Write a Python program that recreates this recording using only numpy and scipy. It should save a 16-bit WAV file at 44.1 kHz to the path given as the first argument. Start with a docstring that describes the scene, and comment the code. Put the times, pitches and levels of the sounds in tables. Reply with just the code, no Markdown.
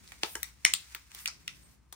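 """First a faint hiss over low rumble and mains hum, then sharp snaps: stiff protective film
is peeled off a new handheld device in a small room, close to a pair of microphones.
Noise grains make the film hiss; filtered noise bursts make it snap as it buckles, and a sliding sine squeaks.
Damped cosines and low sine pulses are knocks and finger thumps on the device.
A wall and the desk return these sounds as scattered echoes with a short noise tail."""
import sys
import numpy as np
from scipy import signal
from scipy.fft import rfft, irfft, next_fast_len
from scipy.io import wavfile
from scipy.ndimage import uniform_filter1d

SR = 44100
rng = np.random.default_rng(int(sys.argv[2]) if len(sys.argv) > 2 else 0)


def bounce(signal):
    """Save signal as a 16-bit WAV file at the path given by the first command-line argument."""
    frames = np.transpose(np.atleast_2d(signal))
    limited = np.clip(frames, -1, 1)
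    pcm = np.round(limited * 32767).astype(np.int16)
    wavfile.write(sys.argv[1], SR, pcm)


N = 85995
T = np.arange(N) / SR


def amp(db):
    """Decibels to gain."""
    return 10 ** (np.asarray(db) / 20)


def unit(x):
    """Scales to rms 1."""
    return x / np.sqrt(np.mean(x ** 2) + 1e-20)


def read(points, hz):
    """Reads a spectrum on a log-frequency axis."""
    f, value = np.transpose(points)
    return np.interp(np.log(hz + 1), np.log(f + 1), value)


def level(points):
    """Gain over time from (t/s, level/dB) points."""
    return amp(np.interp(T, *np.transpose(points)))


def add(mix, s, sound):
    """Mixes a sound in at a time, cut off at the end of the mix."""
    part = mix[:, max(round(s * SR), 0):][:, :sound.shape[1]]
    part += sound[:, :part.shape[1]]


def bell(hz, centre_hz, width):
    """Gain of a resonance, symmetric in log frequency; width is a share of the centre frequency."""
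    return 1 / (1 + (np.log((hz + 1) / centre_hz) / width) ** 2 / 2)


def colour(x, gain):
    """Causal minimum-phase filter with the given gain as a function of frequency."""
    size = next_fast_len(x.shape[-1] + 4096)
    hz = abs(np.fft.fftfreq(size, 1 / SR))
    log_gain = np.log(np.maximum(gain(hz), 1e-5))
    # the Hilbert transform of the log gain gives the phase
    response = np.exp(np.conj(signal.hilbert(log_gain)))
    return np.fft.ifft(np.fft.fft(x, size) * response).real[..., :x.shape[-1]]


def pair(three, same):
    """Left and right from one shared and two separate signals; same is the shared part of the power."""
    same = np.clip(same, 0, 1)
    return np.sqrt(same) * three[0] + np.sqrt(1 - same) * three[1:]


def noise_pair(same, count=N):
    """White noise at the two microphones."""
    return pair(rng.standard_normal((3, count)), same)


# Creases of the film giving way close to the microphones; levels are relative. 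Columns: t/s,
# crack level at 3 kHz/dB, crack decay/s, low edge f/Hz, tilt/(dB per octave), flexing panel f/Hz,
# panel level/dB, panel width (share of f), edge tick level/dB, left minus right level/dB
CREASE_SNAPS = [ (0.0768, -62, 0.00079, 2650, -1, 4450, -49.5, 0.17, -78, 1),
                (.1200, -48, 0.0023, 830, -3, 2170, -36.5, 0.088, -55, -1.5),
                (.2335, -35, 0.0013, 732, -5.5, 2980, -22, 0.35, -68, 1.7),
                (0.354, -34, 0.0023, 750, -2, 1620, -24, 0.038, -66, 0.5),
                (0.431, -34, 0.0005, 1570, 0, 2030, -27, 0.087, -23.5, 2.3),
                (.6505, -16, 0.00064, 1050, -2, 2140, -6.5, 0.095, -42, 1),
                (.7372, -25.5, .0014, 1570, 1.2, 3430, -19.5, 0.15, -41, 2.5),
                (0.9485, -47, 0.0036, 1094, -5, 2000, -34.5, 0.46, -29, 1.5),
                (1.1174, -61, 0.00095, 800, 0.5, 2270, -50.5, 0.53, -62, 1),
                (1.1482, -47, 0.0018, 860, 0, 1680, -57, 0.13, -40, 0.5),
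                (1.1903, -52.5, 0.00079, 1194, -6, 3500, -55, 0.22, -74, 3),
                (1.2585, -35, 0.0013, 1400, -1, 2450, -22, 0.15, -34, 0),
                (1.2768, -36, 0.0011, 1350, -4.5, 5200, -26.5, 0.13, -39, 0),
                (1.2838, -39, 0.0015, 1140, -5, 5300, -37.5, 0.12, -58, -1.5),
                (1.4791, -35.5, 0.00033, 1700, -3.5, 2700, -26.5, 0.15, -49, 1.9),
                (1.9261, -43, 0.0032, 666, -0.5, 2210, -58.5, .1, -45, 2.5)]
SNAP_DB = 8  # common gain of all snaps
SWELL_S, SWELL_DB = 0.00095, -7  # rise before the crack
AFTER_S, AFTER_DB = 0.0043, -11.5  # slower decay under the crack
SNAP_SAME = 0.31
RIPPLE_DB, RIPPLE_OFFSET_DB, RIPPLE_HZ = 9, -2.25, 331.9  # uneven resonances: swing, shift, spacing
OVERTONE_RATIO, OVERTONE_DB = 1.66, -14  # second bending mode of a panel
TICK_HZ, TICK_WIDTH = 14800, 0.07


def snap(s, crack_db, decay_s, low_hz, tilt_db, panel_hz, panel_db, panel_width, tick_db, pan_db):
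    """A crease gives way: a brief swell, a crack, and a quickly damped ring of the film panel."""
    lead = 192  # samples before the crack
    t = (np.arange(2048) - lead) / SR
    swell = amp(SWELL_DB) * np.exp(-abs(t) / SWELL_S)
    decay = np.exp(-abs(t) / decay_s) + amp(AFTER_DB) * np.exp(-abs(t) / AFTER_S)
    shape = np.where(t < 0, swell, decay)
    burst = noise_pair(SNAP_SAME, len(t)) * shape
    for _ in range(3):  # a crack is short in time and even in spectrum
        spectrum = rfft(burst)
        burst = irfft(spectrum / (abs(spectrum) + 1e-9))
        local_power = abs(uniform_filter1d(burst ** 2, size=40))
        burst *= shape / np.sqrt(local_power + 1e-12)
    burst /= np.linalg.norm(burst, axis=1, keepdims=True)
    ripple = rng.uniform(-1.03, 1, size=128)

    def gain(hz):
        """Crack, panel and edge tick added in power, above the low edge."""
        tilt = tilt_db * np.log2(np.maximum(hz, low_hz) / 3000)
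        uneven = RIPPLE_DB * np.interp(hz / RIPPLE_HZ, np.arange(len(ripple)), ripple) + RIPPLE_OFFSET_DB
        crack = amp(crack_db + tilt + uneven)
        overtone = amp(OVERTONE_DB) * bell(hz, panel_hz * OVERTONE_RATIO, panel_width)
        panel = amp(panel_db) * np.hypot(bell(hz, panel_hz, panel_width), overtone)
        tick = amp(tick_db) * bell(hz, TICK_HZ, TICK_WIDTH)
        low_cut = np.hypot(1, (low_hz / (hz + 1)) ** 3.16)
        return np.sqrt(crack ** 2 + panel ** 2 + tick ** 2) / low_cut

    sides = amp([[pan_db / 2], [-pan_db / 2]])
    return s - lead / SR, np.sqrt(350) * amp(SNAP_DB) * colour(burst, gain) * sides


# Loudness of the peeling film, shared by hiss and crackle: t/s, level/dB
PEEL_LEVEL = [(0, -57.5), (.10, -54), (.205, -58), (.24, -42.5), (.32, -55), (.37, -55.5), (.46, -53),
              (.53, -64), (.62, -60.5), (.80, -54), (.915, -51), (1.0, -57), (1.09, -60), (1.135, -53),
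              (1.19, -45.5), (1.25, -55.5), (1.36, -60.5), (1.46, -60.5), (1.56, -57), (1.66, -62.5),
              (1.745, -64), (1.80, -78.5), (1.95, -70.5)]
# Spectrum of the hiss: f/Hz, relative level per Hz/dB
HISS_SPECTRUM = [(100, -27), (550, -11.5), (950, 1.5), (1500, 5), (2200, 7.5), (3200, 1), (5500, 4),
                 (9000, 1), (14500, 6), (17000, -2.5)]
GRAINS_PER_S, GRAIN_SPREAD_DB = 7500, 3.5
SMOOTH_DB = 8.5  # smooth noise relative to the grains
FLUTTER_DB, HISS_SAME = 1.73, 0.12


def peel():
    """Countless tiny bonds let go and the film slides: a fine, grainy hiss."""
    struck = rng.random(N) < GRAINS_PER_S / SR
    sizes = amp(GRAIN_SPREAD_DB * np.minimum(rng.exponential(1, N), 5)) * struck
    grains = unit(sizes * noise_pair(HISS_SAME))
    drive = grains + amp(SMOOTH_DB) * noise_pair(HISS_SAME)
    hiss = unit(colour(drive, lambda hz: amp(read(HISS_SPECTRUM, hz))))
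    flutter = unit(uniform_filter1d(rng.standard_normal(N), size=600))
    return hiss * level(PEEL_LEVEL) * amp(FLUTTER_DB * flutter)


CRACKLES_PER_S, CRACKLE_SPREAD_DB = 160, 4
CRACKLE_DB = -11  # relative to the peel level
CRACKLE_S, CRACKLE_HZ, CRACKLE_WIDTH = 0.00082, 3200, 0.7  # decay time, centre, width


def crackle():
    """Larger patches of the film let go at random with tiny, ragged ticks."""
    struck = rng.random(N) < CRACKLES_PER_S / SR
    sizes = amp(CRACKLE_SPREAD_DB * np.minimum(rng.exponential(1, N), 2)) * struck
    bursts = signal.lfilter([1], [1, -np.exp(-1 / (CRACKLE_S * SR))], sizes)
    ticks = colour(bursts * noise_pair(0.55), lambda hz: bell(hz, CRACKLE_HZ, CRACKLE_WIDTH))
    return amp(CRACKLE_DB) * unit(ticks) * level(PEEL_LEVEL)


# Fine fizz on top of the hiss when the film runs fast: t/s, level/dB
FIZZ_LEVEL = [(0, -81), (.2, -75), (.25, -46), (.32, -39.5), (.38, -46), (.46, -62), (.53, -94), (.78, -82),
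              (.87, -73), (1.0, -71), (1.1, -71), (1.2, -42.5), (1.25, -45.5), (1.34, -98), (1.47, -70),
              (1.56, -62.5), (1.66, -63), (1.74, -60), (1.8, -89.5)]
FIZZ_HZ, FIZZ_WIDTH = 13100, 0.16


def fizz():
    """The fastest stretches of the peel add a very fine, high sizzle."""
    noise = colour(noise_pair(0.6), lambda hz: bell(hz, FIZZ_HZ, FIZZ_WIDTH))
    return unit(noise) * level(FIZZ_LEVEL)


# Thin squeak of the sliding film: t/s, f/Hz, peak level/dB
SQUEAK_TRACK = [(1.61, 8800, -77), (1.633, 8650, -58.5), (1.679, 8240, -65.5), (1.71, 8000, -101)]


def squeak():
    """Fast stick-slip whose pitch sinks as the film slows."""
    s, hz, db = np.transpose(SQUEAK_TRACK)
    jitter = 1 + 0.0074 * unit(uniform_filter1d(rng.standard_normal(N), size=40))
    phase = 2 * np.pi * np.cumsum(np.interp(T, s, hz) * jitter) / SR
    sounding = (T > s[0]) * (T < s[-1])
    return amp(np.interp(T, s, db)) * sounding * np.sin(phase)


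# Knocks on the device: t/s, relative level/dB
DEVICE_KNOCKS = [(.2345, -23), (.3555, -31), (0.653, -39), (0.9495, -46), (1.1480, -53), (1.2588, -51.5),
                 (1.9268, -50.5)]
# Modes of the device body: f/Hz, relative level/dB, t60/s
BODY_MODES = [(265, -10.5, 0.024), (337, 1, 0.035), (407, -0.5, 0.029), (896, -1.5, 0.034),
              (1300, -1, .022)]
KNOCK_RISE_S = 0.003


def knock(s, db):
    """The hand-damped body of the device rings briefly."""
    t = np.arange(SR // 8) / SR
    ring = np.zeros(len(t))
    for hz, mode_db, t60 in BODY_MODES:
        ring += amp(db + mode_db - 60 * t / t60) * np.cos(2 * np.pi * hz * t)
    return s, ring * (1 - np.exp(-t / KNOCK_RISE_S)) * amp([[2], [-2.5]])


# Soft thumps of the fingers on the device: t/s, f/Hz, relative level/dB
FINGER_THUMPS = [(0.236, 162, -46), (0.657, 167.8, -45.5), (0.726, 144, -47)]
THUMP_S = 0.0031  # time to the strongest point


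def thump(s, hz, db):
    """A fingertip gives the device a soft, low push."""
    t = np.arange(SR // 8) / SR
    push = t / THUMP_S * np.exp(1 - t / THUMP_S)
    return s, amp(db) * push * np.sin(2 * np.pi * hz * t) * amp([[2], [-2]])


# Scattered reflections from wall and desk: delay t/s, left and right relative level/dB
WALL_ECHOES = [(.0068, -20, -17), (0.0128, -15.5, -17.5), (0.0115, -9.5, -17.5), (0.0126, -22, -16.5),
               (0.018, -15, -29)]
# Reverberation time of the room: f/Hz, t60/s
ROOM_T60 = [(200, 0.12), (550, 0.22), (1400, 0.18), (3700, 0.27), (9000, .2), (16000, 0.25)]
# Colour of the reverberation: f/Hz, level/dB
TAIL_COLOUR = [(200, -9), (1000, -2.5), (3000, -11), (6000, -8.5), (10000, -11.5), (16000, -18.5)]
ROOM_BUILD_S = 0.01
ECHO_DULL_HZ, ECHO_SCATTER_S = 6300, 0.0012
ECHO_DB = -3.5  # common gain of all echoes


def room(x):
    """Wall and desk give a few dull, scattered echoes and a short diffuse tail."""
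    hz, t, bands = signal.stft(noise_pair(0.12, SR // 2), SR, nperseg=256)
    decay = amp(-60 * t / read(ROOM_T60, hz)[:, None])
    tail = signal.istft(bands * decay, SR, nperseg=256)[1]
    tail *= np.minimum(np.arange(tail.shape[1]) / SR / ROOM_BUILD_S, 1)
    tail = colour(tail / np.linalg.norm(tail[0]), lambda hz: amp(read(TAIL_COLOUR, hz)))
    early = np.zeros_like(tail)
    scatter_t = np.arange(SR // 200) / SR
    for delay_s, left_db, right_db in WALL_ECHOES:
        scatter = rng.standard_normal((2, len(scatter_t))) * np.exp(-scatter_t / ECHO_SCATTER_S)
        scatter /= np.linalg.norm(scatter, axis=1, keepdims=True)
        add(early, delay_s, amp([[left_db], [right_db]]) * scatter)
    early = colour(early, lambda hz: amp(ECHO_DB) / np.hypot(1, (hz / ECHO_DULL_HZ) ** 2))
    return signal.fftconvolve(x, tail + early, axes=1)[:, :N]


# Spectrum of the room rumble: f/Hz, relative level per Hz/dB
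RUMBLE_SPECTRUM = [(20, -20.5), (40, -4.5), (60, 14), (85, 1.5), (130, -3), (220, -21), (350, -17),
                   (550, -36.5), (1000, -18.5), (2500, -32.5), (8000, -49.5), (16000, -45.5)]
# Soft rubbing of the hands, before the side gains: t/s, level/dB
HANDS_LEVEL = [(0, -58), (.6, -64), (.72, -54), (.85, -67), (1.1, -65.5), (1.3, -60), (1.65, -58),
               (1.95, -68.5)]
HANDS_HZ, HANDS_WIDTH = 145, 0.35
HUM_HZ = 59.3
RUMBLE_DB, HUM_DB = -57, -63  # rms, before the side gains


def background():
    """Coloured noise is room rumble and the dull rub of hands; a sine is mains hum."""
    rumble = unit(colour(noise_pair(0.87), lambda hz: amp(read(RUMBLE_SPECTRUM, hz))))
    hands = unit(colour(noise_pair(0.2), lambda hz: bell(hz, HANDS_HZ, HANDS_WIDTH)))
    hum = np.sqrt(2) * np.sin(2 * np.pi * HUM_HZ * T)
    bed = amp(RUMBLE_DB) * rumble + amp(HUM_DB) * hum + level(HANDS_LEVEL) * hands
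    return bed * amp([[1.1], [-1.1]])


PORT_LAG_S = 0.00009  # the film is nearer to the left microphone than to the right


def scene():
    """Film and device close by, their return from the room, and the background."""
    near = peel() + fizz() + crackle() + squeak()
    for source, rows in ((snap, CREASE_SNAPS), (knock, DEVICE_KNOCKS), (thump, FINGER_THUMPS)):
        for row in rows:
            add(near, *source(*row))
    near = np.array([near[0], np.roll(near[1], round(PORT_LAG_S * SR))])
    return near + room(near) + background()


# Microphone colour: f/Hz, level/dB
MIC_COLOUR = [(20, -8), (9900, -1), (10500, -12), (11000, -22), (12300, -22.5), (12900, -10), (14200, -8.5),
              (15600, -6), (16300, -20.5)]
PEAK_LIMIT = 0.85  # full scale is 1
EDGE_HZ = 16700


def record(dry):
    """Microphone colour, soft rounding of the highest peaks, then the band limit."""
    heard = colour(dry, lambda hz: amp(read(MIC_COLOUR, hz)))
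    heard = heard / (1 + (heard / PEAK_LIMIT) ** 6) ** (1 / 6)
    low_pass = signal.firwin(511, EDGE_HZ, window=("kaiser", 9), fs=SR)
    return signal.oaconvolve(heard, low_pass[None], "same")


dry = scene()
out = record(dry)
bounce(out)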